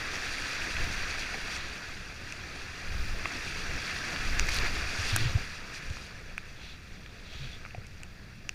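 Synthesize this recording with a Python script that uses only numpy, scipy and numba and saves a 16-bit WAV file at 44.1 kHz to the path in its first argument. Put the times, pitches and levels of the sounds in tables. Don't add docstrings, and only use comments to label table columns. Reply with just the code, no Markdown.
import sys
import numpy as np
from scipy import signal
from scipy.fft import rfft, irfft, next_fast_len
from scipy.io import wavfile
from numba import njit

SR = 44100
rng = np.random.default_rng(int(sys.argv[2]) if len(sys.argv) > 2 else 0)


def int16_out(signal):
    q = np.round(np.clip(np.atleast_2d(signal).T, -1, 1) * 32767)
    wavfile.write(sys.argv[1], SR, q.astype(np.int16))


N = 376613
TIME = np.arange(N) / SR


def undb(db):
    return 10 ** (np.asarray(db) / 20)


def unit(x):
    return x / np.sqrt(np.mean(x ** 2))


def walk(rate):
    knots = rng.standard_normal(4096)
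    line = np.interp(TIME * rate, np.arange(len(knots)), knots)
    return line * np.sqrt(3 / 2)


def colour(x, points):
    size = next_fast_len(len(x))
    hz, db = np.transpose(points)
    bin_hz = np.arange(size // 2 + 1) * SR / size
    gain = undb(np.interp(np.log(bin_hz + 1), np.log(hz), db))
    return irfft(rfft(x, size) * gain, size)[:len(x)]


def add(out, s, sound):
    start = int(s * SR)
    out[start:start + len(sound)] += sound[:max(N - start, 0)]


def swells(table, skew=1):
    out = np.zeros(N)
    for s, length, db in table:
        age = np.linspace(0, 1, int(length * SR))
        add(out, s, undb(db) * np.sin(np.pi * age ** skew))
    return out


def with_turbulence(db, growth):
    # [t/s, roughness/dB]
    roughness = [(0.0, -38), (1.0, -37.5), (1.47, -40.5), (1.62, -42), (2.09, -46.5), (2.95, -43.5),
                 (3.3, -40.5), (4.52, -36.5), (5.28, -39), (5.56, -44.5), (5.94, -47), (6.23, -51),
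                 (7.02, -55), (7.54, -52), (7.8, -56), (8.54, -57)]
    usual_db = -44
    s, rough_db = np.transpose(roughness)
    return undb(db + growth * (np.interp(TIME, s, rough_db) - usual_db))


def case_response(size=2048):
    # [centre f/Hz, width at half the dB height/Hz, level/dB]
    resonances = [(708, 116, 3), (1267, 130, 2.5), (1651, 610, 7), (2538, 690, 10.5), (2980, 125, -4.5),
                  (3377, 110, 4), (4700, 310, 4), (5775, 240, 5), (6900, 890, 2.5), (10420, 400, 3),
                  (12380, 1000, 3)]
    hz = np.arange(size // 2 + 1) * SR / size
    db = sum(peak * .5 ** ((2 * (hz - centre) / width) ** 2) for centre, width, peak in resonances)
    cepstrum = irfft(np.log(undb(db)))
    cepstrum[1:size // 2] *= 2
    cepstrum[size // 2 + 1:] = 0
    return irfft(np.exp(rfft(cepstrum)))


def in_case(x):
    return signal.oaconvolve(x, case_response())[:len(x)]


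@njit
def ring_bubbles(starts, hz, cycles, sizes, rise):
    out = np.zeros(N)
    for k in range(len(starts)):
        length = int(cycles[k] * SR / hz[k]) + 2
        z = sizes[k] + 0j
        step = np.exp(2j * np.pi * hz[k] / SR - 6 / length)
        glide = np.exp(2j * np.pi * hz[k] / SR * rise / length)
        for i in range(starts[k], min(N, starts[k] + length)):
            out[i] += z.imag
            z *= step
            step *= glide
    return out


def bubbles(low_hz, high_hz, cycles, spread_db, count):
    when, pitch, life, size = rng.random((count, 4)).T
    starts = (when * N).astype(np.int64)
    hz = low_hz * (high_hz / low_hz) ** pitch
    nearness = -np.log(1 - size * .995)
    sizes = undb(spread_db * nearness) * hz
    return unit(ring_bubbles(starts, hz, cycles * (.5 + life), sizes, 0.18))


def whitewater(cloud, spectrum, wash_db, flicker_db, flicker_rate):
    water = cloud + undb(wash_db) * rng.standard_normal(N)
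    cased = in_case(colour(water, spectrum))
    return unit(cased * undb(flicker_db * walk(flicker_rate)))


def buffeting():
    # [f/Hz, level/dB]
    eddy_spectrum = [(8, 0.5), (20, 7.5), (42, -8.5), (62, -2.5), (90, -10.5), (130, -17.5), (190, -20),
                     (400, -44), (1000, -55)]
    roar_spectrum = [(30, -1), (75, 6), (150, -0.5), (200, -0.5), (260, -13), (500, -17), (1200, -40.5)]
    # [t/s, length/s, level/dB]
    gusts = [(0.72, 0.32, -34.5), (0.95, 0.33, -39), (1.6, 0.27, -43), (2.82, 0.5, -31),
             (3.68, 0.12, -33.5), (4.14, 0.9, -28.5), (5.0, 0.55, -31.5), (5.82, 0.24, -41),
             (7.3, 0.39, -42.5)]
    # (t/s, length/s, level/dB)
    wave_roar = (2.7, 2.3, -46.5)
    eddies = unit(colour(rng.standard_normal(N), eddy_spectrum) * undb(1.05 * walk(14)))
    roar = unit(colour(rng.standard_normal(N), roar_spectrum))
    breeze = with_turbulence(db=-45.5, growth=0.19)
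    wind = np.hypot(breeze, swells(gusts, skew=0.72))
    return eddies * wind + roar * np.hypot(undb(-50), swells([wave_roar]))


def squeak(centre_hz=3450, width_hz=260):
    # (t/s, length/s, level/dB)
    stroke_end = (7.51, 0.06, -49)
    edges = [centre_hz - width_hz / 2, centre_hz + width_hz / 2]
    band = signal.butter(2, edges, "band", fs=SR, output="sos")
    hiss = unit(signal.sosfilt(band, rng.standard_normal(N)))
    return hiss * swells([stroke_end])


def patter():
    # (t/s, length/s, level/dB)
    burst = (4.42, 0.21, -49)
    ticks = unit(in_case(bubbles(3500, 11000, cycles=5, spread_db=4, count=1500)))
    return ticks * swells([burst])


def drops(tick_db=-7, spatter_db=-27, spatter_t60=0.014, size=2048):
    # [t/s, peak level/dB, low ring f/Hz, high ring f/Hz, high ring level over low before filtering/dB]
    taps = [(0.7675, -20, 2360, 3200, 3), (1.3437, -22.5, 796, 2200, 6), (2.3240, -24.5, 2730, 6160, 8),
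            (3.2560, -17.5, 2130, 2690, -4), (3.2575, -18.5, 1140, 2200, -2),
            (4.1622, -19.5, 1770, 3400, 8), (4.3960, -8, 2830, 6160, 16), (4.4868, -17, 2100, 5500, -2),
            (4.4902, -16, 2400, 4600, 7), (4.5872, -13.5, 4400, 5970, -11), (5.1612, -30, 327, 690, 2),
            (5.1620, -10, 1580, 7700, 10), (5.1636, -8, 9400, 11600, 4), (5.9015, -31, 3660, 6500, 4),
            (5.9695, -30, 1294, 2400, -2), (6.38, -29.5, 6530, 9050, 11), (6.3798, -19, 1620, 2380, 12),
            (7.062, -32, 1900, 3300, 9), (7.6512, -28.5, 1465, 2170, 2), (7.6617, -31.5, 1255, 2170, 0),
            (7.7080, -37, 2710, 3400, -8), (7.7476, -29, 724, 2460, -3.5), (7.7800, -41, 523, 1500, -10),
            (7.8680, -34, 6200, 9000, 0), (8.0338, -27.5, 2980, 7760, 9), (8.4926, -16.5, 2920, 6000, 6.5)]
    low_ring_cycles, high_ring_cycles = 15.7, 10.2
    out, t = np.zeros(N), np.arange(size) / SR
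    softness = signal.butter(2, 12000, fs=SR)
    for s, db, low_hz, high_hz, high_db in taps:
        low_t60, high_t60 = low_ring_cycles / low_hz, high_ring_cycles / high_hz
        low = np.sin(2 * np.pi * low_hz * t) * undb(-60 * t / low_t60)
        high = np.sin(2 * np.pi * high_hz * t) * undb(high_db - 60 * t / high_t60)
        click = signal.lfilter([1, -1], [1, -.85], np.exp(-t / .00006))
        tick = undb(tick_db + high_db) * click
        spatter = undb(spatter_db + high_db - 60 * t / spatter_t60) * rng.standard_normal(size)
        soft = signal.lfilter(*softness, low + high + tick + spatter)
        stiffness = signal.butter(2, low_hz * 0.38, "high", fs=SR)
        tap = in_case(signal.lfilter(*stiffness, soft))
        add(out, s, undb(db) * tap / np.abs(tap).max())
    return out


def gulps(sag=.81, rough=0.28, rough_rate=90):
    # [t/s, peak level before roughening/dB, start f/Hz, length/s]
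    booms = [(0.797, -38, 130, .027), (2.903, -31, 91, .039), (4.858, -35, 90, 0.041),
             (4.984, -30.5, 98, 0.046), (5.122, -24, 113, 0.048), (5.163, -29, 123, 0.13),
             (5.248, -22.5, 128, 0.055), (5.348, -19, 105, 0.029), (5.901, -29.5, 89, 0.029),
             (7.326, -47, 760, .014), (7.385, -40, 145, 0.13), (7.778, -31.5, 117, 0.025)]
    out = np.zeros(N)
    for s, db, start_hz, length in booms:
        age = np.linspace(0, 1, int(length * SR))
        phase = 2 * np.pi * np.cumsum(start_hz * sag ** age) / SR
        swell = np.sin(np.pi * age ** 0.63) ** 2
        add(out, s, undb(db) * swell * np.sin(phase))
    return out * (1 + rough * walk(rough_rate))


def paddle():
    # [f/Hz, level/dB]
    swish_spectrum = [(1200, -20), (2300, -9), (3000, -2.5), (3400, 3), (4300, 1), (5000, -8), (6500, -12),
                      (12000, -30)]
    # [t/s, length/s, level/dB]
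    slices = [(1.5, 0.26, -47.5), (5.03, 0.31, -38), (6.53, 0.27, -50.5), (6.8, 0.46, -59),
              (7.19, 0.41, -48), (8.04, .16, -63)]
    cloud = bubbles(2100, 6640, cycles=18.0, spread_db=0.5, count=12000)
    fizz = whitewater(cloud, swish_spectrum, wash_db=6.0, flicker_db=1.5, flicker_rate=22)
    return fizz * swells(slices)


def rapid():
    # [f/Hz, level/dB]
    churn_spectrum = [(70, 2.5), (120, 1), (190, -1.5), (280, 1), (500, -2), (900, -7.5), (1400, -24),
                      (3000, -47)]
    splash_spectrum = [(300, -3.5), (800, -3.5), (1300, 2), (2000, 2.5), (2800, -5), (4200, -3), (6000, -6),
                       (10000, -26.5)]
    spray_spectrum = [(1500, -5.5), (3200, 0), (4500, 3), (6300, -2.5), (7700, -12), (9500, -10.5),
                      (11000, -20), (14000, -25), (15500, -61)]
    # [t/s, length/s, splash level/dB, deep churn level/dB]
    breakers = [(0.74, .14, -40, -50), (1.098, 0.22, -51, -56), (1.496, .14, -44, -58),
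                (1.74, 0.17, -48, -63), (3.0, 0.92, -49, -53.5), (4.082, 0.12, -40, -43),
                (4.286, 0.17, -49, -48), (4.532, 0.19, -34, -45.5)]
    # [t/s, length/s, level/dB]
    sheets = [(0.07, 0.68, -45), (1.16, 0.12, -44), (1.49, 0.11, -41), (4.46, 0.14, -35.5),
              (4.88, 0.4, -39), (5.71, 0.093, -45.5), (5.94, .16, -50.5)]

    big = bubbles(219.5, 1310, cycles=16.2, spread_db=1, count=3500)
    middling = bubbles(899.3, 5110, cycles=31.0, spread_db=2.0, count=16000)
    fine = bubbles(3110, 13500, cycles=20, spread_db=3.5, count=20000)
    churn = whitewater(big, churn_spectrum, wash_db=7.0, flicker_db=-1.5, flicker_rate=32)
    splash = whitewater(middling, splash_spectrum, wash_db=6.5, flicker_db=0.59, flicker_rate=20)
    spray = whitewater(fine, spray_spectrum, wash_db=4.5, flicker_db=1.23, flicker_rate=30)

    breaking_splash = swells([(s, length, db) for s, length, db, _ in breakers])
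    breaking_churn = swells([(s, length, db) for s, length, _, db in breakers])
    churn_gain = np.hypot(with_turbulence(db=-52, growth=0.71), breaking_churn)
    splash_gain = np.hypot(with_turbulence(db=-43.5, growth=0.96), breaking_splash)
    spray_gain = np.hypot(with_turbulence(db=-49, growth=0.97), swells(sheets))
    surge = undb(0.16 * walk(14))
    return churn * churn_gain + surge * (splash * splash_gain + spray * spray_gain)


def scene():
    surroundings = buffeting() + squeak() + patter() + drops()
    return (surroundings + gulps() + paddle() + rapid())[None]


def record(dry):
    return signal.sosfilt(signal.ellip(10, .2, 70, 15500, fs=SR, output="sos"), dry)


dry = scene()
out = record(dry)
int16_out(out)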